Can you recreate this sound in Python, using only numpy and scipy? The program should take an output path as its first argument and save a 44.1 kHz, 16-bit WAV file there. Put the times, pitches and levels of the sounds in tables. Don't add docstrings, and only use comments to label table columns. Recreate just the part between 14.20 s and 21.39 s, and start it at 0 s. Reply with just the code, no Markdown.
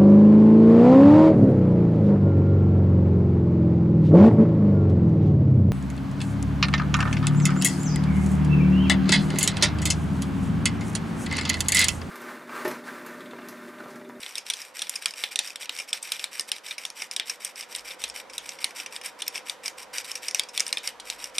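import sys
import numpy as np
from scipy import signal
from scipy.io import wavfile

SR = 44100
rng = np.random.default_rng(int(sys.argv[2]) if len(sys.argv) > 2 else 0)


def int16_out(signal):
    q = np.round(np.clip(np.atleast_2d(signal).T, -1, 1) * 32767)
    wavfile.write(sys.argv[1], SR, q.astype(np.int16))


N = 317079

# (frequency [Hz], relative level per Hz [dB])
HISS_SPECTRUM = [(25, -35), (60, -14.5), (135, -16), (215, -3), (380, -4.5), (520, 4), (680, 0), (950, 0.5),
                 (1600, -0.5), (3000, -9), (5500, -16), (9000, -20.5), (15000, -30)]
# (time [s], level [dB])
HISS_LEVEL = [(0.0, -52), (3.02, -51.5), (3.8, -49.5), (7.19, -49.5)]
# (frequency [Hz], likeness [0 to 1])
HISS_LIKENESS = [(40, 0.83), (120, 0.25), (300, 0.52), (600, 0.7), (1500, 0.84), (5000, 0.66),
                 (12000, 0.14)]
# (frequency [Hz], width [Hz], relative level [dB])
HISS_MODES = [(99.2, 5.7, 1.5), (166, 5.3, -2), (305, 22, -4.5), (502, 48, 0.5), (777, 50, -4.5),
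              (950, 78, -1.5)]
# (start [s], length [s], pitch [Hz], level [dB])
DRONE_SWELLS = [(3.528, .22, 48, -69), (3.78, 0.22, 59, -66), (4.039, 0.29, 62, -72.5), (5.3, .75, 61, -79),
                (6.672, 0.6, 50, -71)]
# (frequency [Hz], relative level per Hz [dB], time to fade by 60 dB [s])
ROOM_ECHOES = [(298, 0.5, 0.22), (970, 7.5, 0.067), (2560, 1.5, 0.19), (4520, -1, 0.2), (8000, -1.5, 0.14),
               (14000, -17, 0.35)]
# (time [s], peak level [dB])
WIRE_PINGS = [(0.1547, -40), (1.92, -25), (3.2481, -34), (5.0805, -15.5), (6.404, -27)]
# (start [s], length [s], level [dB])
WIRE_STROKES = [(-.04, 0.28, -45), (.15, .055, -45), (0.251, 0.058, -42), (0.324, 0.2, -45.5),
                (0.537, 0.1, -42), (0.616, 0.094, -47.5), (0.695, 0.12, -45), (0.808, 0.052, -43.5),
                (0.869, 0.069, -53), (0.948, 0.16, -40), (1.108, 0.042, -40.5), (1.217, 0.13, -42.5),
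                (1.393, 0.074, -40.5), (1.504, .16, -42.5), (1.673, 0.048, -44.5), (1.722, .075, -41.5),
                (1.815, 0.12, -41.5), (1.905, 0.087, -41), (1.983, 0.087, -41.5), (2.108, 0.12, -41.5),
                (2.274, 0.032, -41.5), (2.348, 0.051, -48), (2.432, 0.13, -41), (2.576, 0.12, -45.5),
                (2.746, 0.14, -42), (2.909, .05, -45), (3.05, .12, -41.5), (3.196, 0.13, -41.5),
                (3.352, 0.11, -42), (3.478, 0.16, -44.5), (3.639, 0.12, -41), (3.785, 0.086, -42.5),
                (3.851, .06, -54), (3.938, 0.084, -38), (4.124, .055, -44.5), (4.209, 0.19, -46.5),
                (4.399, 0.046, -41.5), (4.483, 0.047, -51), (4.544, 0.11, -38), (4.706, 0.089, -43.5),
                (4.829, 0.081, -38), (4.983, 0.038, -43.5), (5.056, 0.027, -52), (5.122, 0.087, -40.5),
                (5.249, 0.1, -44), (5.428, 0.089, -40), (5.568, 0.085, -41.5), (5.727, 0.1, -35),
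                (5.839, 0.032, -41.5), (5.866, 0.074, -39), (5.937, 0.058, -44), (6.016, 0.087, -39),
                (6.139, .08, -42), (6.331, 0.07, -40), (6.446, 0.081, -42.5), (6.625, 0.092, -38),
                (6.838, 0.14, -43.5), (6.975, 0.14, -43.5), (7.136, 0.065, -42.5)]
# (frequency [Hz], width [Hz], relative level [dB])
RASP_LOW_MODES = [(940, 1130, -8.5), (1686, 1140, 1), (2396, 430, 7), (3050, 270, 2), (3750, 350, 0),
                  (4750, 300, 0.5), (5600, 290, 5)]
# (frequency [Hz], width [Hz], relative level [dB])
RASP_HIGH_MODES = [(7000, 1300, -6.5), (7870, 420, 6), (8670, 300, 10), (9330, 2100, -2.5),
                   (10540, 380, 3.5), (12840, 740, 1)]
# (frequency [Hz], relative level [dB], time to fade by 60 dB [s])
WOOD_MODES = [(1737, -9.5, 0.036), (2343, 6, 0.014), (2796, 3, 0.013), (3270, -3, 0.002), (3676, 5, 0.0092),
              (4275, -5.5, 0.0042), (4970, -9.5, 0.017), (5507, -1, 0.014), (5840, -11, 0.0019),
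              (7110, -6.5, 0.0031), (8400, 1.5, 0.014), (9506, -1, 0.0078), (11070, -15.5, 0.014),
              (13300, -34.5, 0.0069)]
BAND_EDGES = [1700, 3000, 4600, 7000, 12000]
CONTACT_TONES = {"tap": (-0.5, -10.5, -1.5, -7.5), "tock": (-2, 2, -9.5, -10.5),
                 "clack": (-6.5, 0.5, -4, -3), "tick": (-7.5, -12, 1, -5), "snap": (-24, -17, -11.5, -4)}
# (time [s], level [dB], chatter time [s], kind of contact)
LIMB_KNOCKS = [(0.0325, -38.5, 0.0033, "tock"), (0.0627, -38.5, 0.0033, "tock"),
               (0.1548, -33.5, 0.00066, "clack"), (0.1807, -31, .004, "tick"),
               (0.3001, -25, 0.0082, "clack"), (0.336, -31, 0.0049, "clack"), (0.4173, -39, 0.0015, "tick"),
               (0.5923, -35, 0.0023, "clack"), (0.6045, -50, .0013, "tick"), (0.6187, -28, 0.0049, "clack"),
               (0.695, -22.5, 0.0021, "snap"), (0.7562, -29.5, 0.0069, "tick"),
               (0.8579, -23, 0.0014, "clack"), (0.9082, -38.5, .0017, "tick"),
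               (0.9378, -40.5, 0.0019, "tap"), (1.0377, -26.5, .004, "tock"), (1.158, -26, 0.0022, "clack"),
               (1.19, -22.5, 0.0025, "clack"), (1.2739, -37.5, 0.0037, "tick"),
               (1.304, -39.5, 0.0016, "tap"), (1.3582, -36, 0.0022, "clack"),
               (1.429, -41.5, 0.0056, "tock"), (1.457, -42, 0.0033, "tock"),
               (1.4942, -29.5, 0.0017, "tock"), (1.5644, -41, .002, "clack"), (1.5874, -33, 0.0063, "tap"),
               (1.5994, -32, 0.0091, "tap"), (1.7298, -25, 0.0035, "clack"),
               (1.8269, -28.5, 0.0053, "snap"), (1.9195, -26, 0.0043, "clack"),
               (1.995, -37, 0.0026, "tock"), (2.0414, -28.5, 0.0012, "clack"),
               (2.1957, -26, 0.0024, "tick"), (2.2083, -28.5, .003, "snap"),
               (2.3172, -25.5, 0.0014, "clack"), (2.4635, -40, 0.0042, "clack"),
               (2.5095, -33.5, 0.0084, "tock"), (2.581, -34, 0.007, "tap"), (2.6518, -31, 0.0011, "clack"),
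               (2.702, -39, 0.0015, "tick"), (2.8202, -31, 0.0022, "tap"), (2.9122, -33, 0.00054, "tick"),
               (2.9634, -27.5, 0.0042, "clack"), (2.9978, -27, .0014, "tock"), (3.097, -27, 0.006, "tick"),
               (3.2482, -23.5, 0.0014, "snap"), (3.259, -48, .003, "tick"), (3.3577, -42.5, 0.0029, "tick"),
               (3.409, -36, 0.0012, "tick"), (3.5502, -32.5, 0.0024, "clack"), (3.561, -28.5, .002, "snap"),
               (3.7079, -39.5, 0.0097, "tock"), (3.839, -28, 0.0039, "clack"), (3.8873, -38, .006, "snap"),
               (3.8985, -37, .001, "tick"), (4.0974, -44.5, 0.011, "tap"), (4.1804, -30.5, 0.0012, "clack"),
               (4.291, -34.5, 0.0036, "tick"), (4.3877, -43, .008, "tap"), (4.443, -23.5, .0025, "clack"),
               (4.5997, -34.5, 0.0024, "tap"), (4.661, -35.5, 0.0055, "tap"),
               (4.7629, -35.5, 0.0015, "clack"), (4.8134, -41, 0.0049, "tap"), (4.8602, -29, .004, "snap"),
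               (5.0198, -30.5, 0.0042, "clack"), (5.0797, -28.5, .001, "tick"), (5.1562, -32, 0.01, "tap"),
               (5.1774, -35, 0.0031, "tap"), (5.2966, -29, 0.0018, "clack"), (5.459, -30, .005, "tick"),
               (5.4801, -31, 0.0015, "tick"), (5.7826, -28.5, 0.0022, "tick"),
               (5.847, -49, 0.0059, "clack"), (5.9155, -32.5, 0.00093, "tick"),
               (5.954, -31.5, 0.006, "tick"), (6.0831, -27, .0035, "tick"), (6.1107, -36, 0.0017, "tick"),
               (6.1467, -23, 0.0017, "tick"), (6.1953, -22.5, 0.0017, "clack"),
               (6.2347, -40.5, .003, "tick"), (6.2874, -41.5, 0.013, "tick"),
               (6.3768, -26, 0.0013, "clack"), (6.397, -26.5, 0.0011, "tick"),
               (6.404, -21.5, 0.00082, "tick"), (6.466, -32.5, .0014, "tick"),
               (6.479, -29.5, 0.0022, "snap"), (6.5275, -24.5, 0.0017, "clack"),
               (6.5716, -28.5, 0.00082, "tock"), (6.582, -37, 0.0057, "tick"),
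               (6.675, -27, 0.00044, "tick"), (6.799, -40, 0.0058, "clack"), (6.9005, -30, 0.0018, "clack"),
               (7.0416, -32.5, .0026, "tick"), (7.183, -23, .0017, "clack")]

ATTACK_SAMPLES = SR // 125


def from_db(db):
    return 10 ** (np.asarray(db) / 20)


def unit_level(x):
    return x / np.sqrt(np.mean(x ** 2) + 1e-20)


def unit_attack(x):
    return x / (x[..., :ATTACK_SAMPLES].std(axis=-1, keepdims=True) + 1e-12)


def at_hz(points, hz):
    frequencies, values = np.transpose(points)
    return np.interp(np.log(hz), np.log(frequencies), values)


def cut(x, hz, kind, order=2):
    return signal.sosfilt(signal.butter(order, hz, kind, fs=SR, output="sos"), x)


def resonate(x, hz, width_hz):
    r = np.exp(-np.pi * width_hz / SR)
    feedback = [1, -2 * r * np.cos(2 * np.pi * hz / SR), r * r]
    return signal.lfilter(np.array([1, 0, -1]) * (1 - r * r) / 2, feedback, x + 1e-18)


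def add(out, start_s, sound):
    i = max(round(start_s * SR), 0)
    out[i:i + len(sound)] += sound[:max(N - i, 0)]


def room_hiss():
    hiss, edges = 0, np.geomspace(25, 16000, 29)
    white = rng.standard_normal((2, 2, N))
    for k, (low, high) in enumerate(zip(edges, edges[1:])):
        shared, side = cut(white[k % 2], [low, high], "band")
        hz = np.sqrt(low * high)
        alike = at_hz(HISS_LIKENESS, hz)
        band = np.sqrt(1 + alike) * shared + np.sqrt(1 - alike) * side * [[1], [-1]]
        hiss += from_db(at_hz(HISS_SPECTRUM, hz)) * band
    level_db = np.interp(np.arange(N) / SR, *np.transpose(HISS_LEVEL))
    swing_db = level_db - level_db.mean()
    hiss += cut(hiss, 420, "low", order=1) * (from_db(0.76 * swing_db) - 1)
    hollow = sum(from_db(db) * resonate(hiss, hz, width) for hz, width, db in HISS_MODES)
    hiss += hollow * from_db(3 * swing_db)
    return from_db(level_db) * unit_level(hiss)


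def drone():
    out = np.zeros(N)
    for start, length_s, hz, db in DRONE_SWELLS:
        n = int(length_s * SR)
        waver = unit_level(cut(rng.standard_normal(N), hz=6, kind="low"))[-n:]
        phase = 2 * np.pi * np.cumsum(hz * (1 + 0.04 * waver)) / SR
        swell = np.sin(np.linspace(0, np.pi, n))
        add(out, start, from_db(db) * np.sqrt(2) * swell * np.sin(phase))
    return out


def echo_tail(build_s):
    t = np.arange(SR // 3) / SR
    echoes, edges = 0, np.geomspace(150, 16000, 11)
    table = np.array(ROOM_ECHOES)
    for low, high in zip(edges, edges[1:]):
        hz = np.sqrt(low * high)
        db, fade_s = at_hz(table[:, [0, 1]], hz), at_hz(table[:, [0, 2]], hz)
        noise = cut(rng.standard_normal((2, len(t))), [low, high], "band")
        echoes += noise * from_db(db - 60 * t / fade_s)
    return echoes * (1 - np.exp(-(t / build_s) ** 2))


def room_echoes(x, turns_per_s, stereo_width):
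    angle = 2 * np.pi * turns_per_s * np.arange(N) / SR
    echoes = 0
    for facing in (np.cos(angle), np.sin(angle)):
        echoes += signal.fftconvolve((x * facing)[None], echo_tail(build_s=0.0013), axes=1)[:, :N]
    shared, side = echoes
    return x.std() * (unit_level(shared) + stereo_width * unit_level(side) * [[1], [-1]])


def sideways_treble(x, above_hz):
    return cut(x, above_hz, "high", order=1) * [[1], [-1]]


def wall_clicks(hits):
    out = np.zeros(N)
    for k, (low, high) in enumerate(zip(BAND_EDGES, BAND_EDGES[1:])):
        clicks = np.full(N, 1e-18)
        for start, hit_db, _, kind in hits:
            add(clicks, start, [from_db(hit_db + CONTACT_TONES[kind][k])])
        gain = np.sqrt(ATTACK_SAMPLES * SR / (2 * (high - low)))
        out += (-1) ** k * gain * cut(clicks, [low, high], "band")
    return out


def knock_force(t, chatter_s, rebound_s, bounce, grit):
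    chatter = grit * rng.standard_normal(len(t)) * (rng.random(len(t)) < 0.15)
    force = chatter * np.exp(-(t / max(chatter_s, 0.0005)) ** 2)
    force[0] += 1
    rebound_at = round(rebound_s * rng.uniform(0.8, 1.2) * SR)
    force[rebound_at] += bounce * rng.uniform(0.5, 0.51)
    return force


def wire_pings(hz, width_hz):
    out, t = np.zeros(N), np.arange(SR // 50) / SR
    for start, db in WIRE_PINGS:
        force = knock_force(t, chatter_s=0.0011, rebound_s=0.0011, bounce=0.55, grit=0.3)
        ring = resonate(force, hz, width_hz)
        add(out, start, from_db(db) * ring / np.abs(ring).max())
    return out


def rasp_ring(friction, modes):
    rings = ((-1) ** k * from_db(db) * resonate(friction, hz, width)
             for k, (hz, width, db) in enumerate(modes))
    return unit_level(sum(rings))


def wire_rasp(slips_per_s, size_spread_db, smooth_noise, clump_db, clump_hz):
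    t, power = np.arange(N) / SR, np.zeros(N)
    for start, length_s, db in WIRE_STROKES:
        now = slice(max(int(start * SR), 0), int((start + length_s) * SR))
        progress = (t[now] - start) / length_s
        speed = np.sin(np.pi / 2 * np.interp(progress, [0, 0.31, 1], [0, 1, 2]))
        power[now] += (from_db(db) * speed) ** 2
    sizes = from_db(size_spread_db * np.minimum(rng.exponential(1, N), 5)) * rng.choice([-1, 1], N)
    slips = sizes * (rng.random(N) < slips_per_s / SR)
    friction = unit_level(slips) + smooth_noise * rng.standard_normal(N)
    grain = unit_level(cut(rng.standard_normal(N), clump_hz, "low"))
    friction *= from_db(clump_db * grain)
    low, high = rasp_ring(friction, RASP_LOW_MODES), rasp_ring(friction, RASP_HIGH_MODES)
    return np.sqrt(power) * (low + from_db(-4.5) * high)


def joint_jiggles(per_stroke, level_db, spread_db, chatter_s):
    hits, kinds = [], list(CONTACT_TONES)
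    for start, length_s, _ in WIRE_STROKES:
        for when, strength, pick in rng.random((per_stroke, 3)):
            time_s = start + length_s * (0.15 + 0.6 * when)
            db = level_db + spread_db * (2 * strength - 1)
            hits.append((time_s, db, chatter_s, kinds[int(pick * len(kinds))]))
    return hits


def wood_ring(force, detune, spread_db):
    rings = np.zeros((len(BAND_EDGES) - 1, len(force)))
    for hz, db, fade_s in WOOD_MODES:
        band = np.searchsorted(BAND_EDGES[1:-1], hz)
        width_hz = np.log(1000) / (np.pi * fade_s)
        strength = from_db(db + spread_db * rng.standard_normal()) / np.sqrt(width_hz)
        sign = rng.choice([-1, 1])
        shifted_hz = hz * (1 + detune * rng.uniform(-1.13, 1))
        rings[band] += sign * strength * resonate(force, shifted_hz, width_hz)
    return unit_attack(rings)


def wood_crack(t, fade_s):
    burst = rng.standard_normal(len(t)) * from_db(-60 * t / fade_s)
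    bands = [cut(burst, edges, "band") for edges in zip(BAND_EDGES, BAND_EDGES[1:])]
    return unit_attack(np.array(bands))


def limb_knocks(hits, detune, spread_db, evenness, crack_db, crack_s, tap_db, tap_hz, tap_width_hz):
    clacks, taps, t = np.zeros(N), np.zeros(N), np.arange(SR // 25) / SR
    for start, hit_db, chatter_s, kind in hits:
        bands_db = hit_db + np.array(CONTACT_TONES[kind])
        bands_db = bands_db + evenness * (bands_db.mean() - bands_db)
        force = knock_force(t, chatter_s, rebound_s=0.001, bounce=0.69, grit=0.38)
        ring = wood_ring(force, detune, spread_db)
        crack = from_db(crack_db) * wood_crack(t, crack_s + chatter_s)
        add(clacks, start, from_db(bands_db) @ unit_attack(ring + crack))
        tap = resonate(force, tap_hz * 2 ** rng.uniform(-0.37, 0.58), tap_width_hz)
        add(taps, start, from_db(bands_db[0] + tap_db) * unit_attack(tap))
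    return cut(clacks + 1e-18, 920, "high") + taps


def scene():
    hits = LIMB_KNOCKS + joint_jiggles(per_stroke=2, level_db=-45.5, spread_db=2.5, chatter_s=0.00078)
    knocks_ahead = limb_knocks(hits, detune=0.049, spread_db=2.5, evenness=0, crack_db=-11,
                               crack_s=0.028, tap_db=-14, tap_hz=640, tap_width_hz=650)
    knocks_around = limb_knocks(LIMB_KNOCKS, detune=0.098, spread_db=1, evenness=0.43, crack_db=2,
                                crack_s=0.0096, tap_db=-6, tap_hz=520, tap_width_hz=800)
    rasp_ahead = wire_rasp(slips_per_s=5000, size_spread_db=2, smooth_noise=0.5,
                           clump_db=2.8, clump_hz=113)
    rasp_around = wire_rasp(slips_per_s=5500, size_spread_db=1.5, smooth_noise=0.85,
                            clump_db=1.2, clump_hz=100)
    toy = knocks_ahead + rasp_ahead + wire_pings(hz=13400, width_hz=650)
    sides = sideways_treble(knocks_around, above_hz=8200) + sideways_treble(rasp_around, above_hz=12100)
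    to_walls = (from_db(-13.5) * wall_clicks(hits) + from_db(-11) * knocks_around
                + from_db(-11.5) * rasp_around)
    echoes = room_echoes(to_walls, turns_per_s=0.9, stereo_width=0.24)
    background = (room_hiss() + drone()) * from_db([[-0.7], [0.7]])
    return toy + from_db(-9) * sides + echoes + background


def record(dry):
    softened = cut(dry, 13800, "low", order=6)
    return cut(softened, 16000, "low", order=20)


dry = scene()
out = record(dry)
int16_out(out)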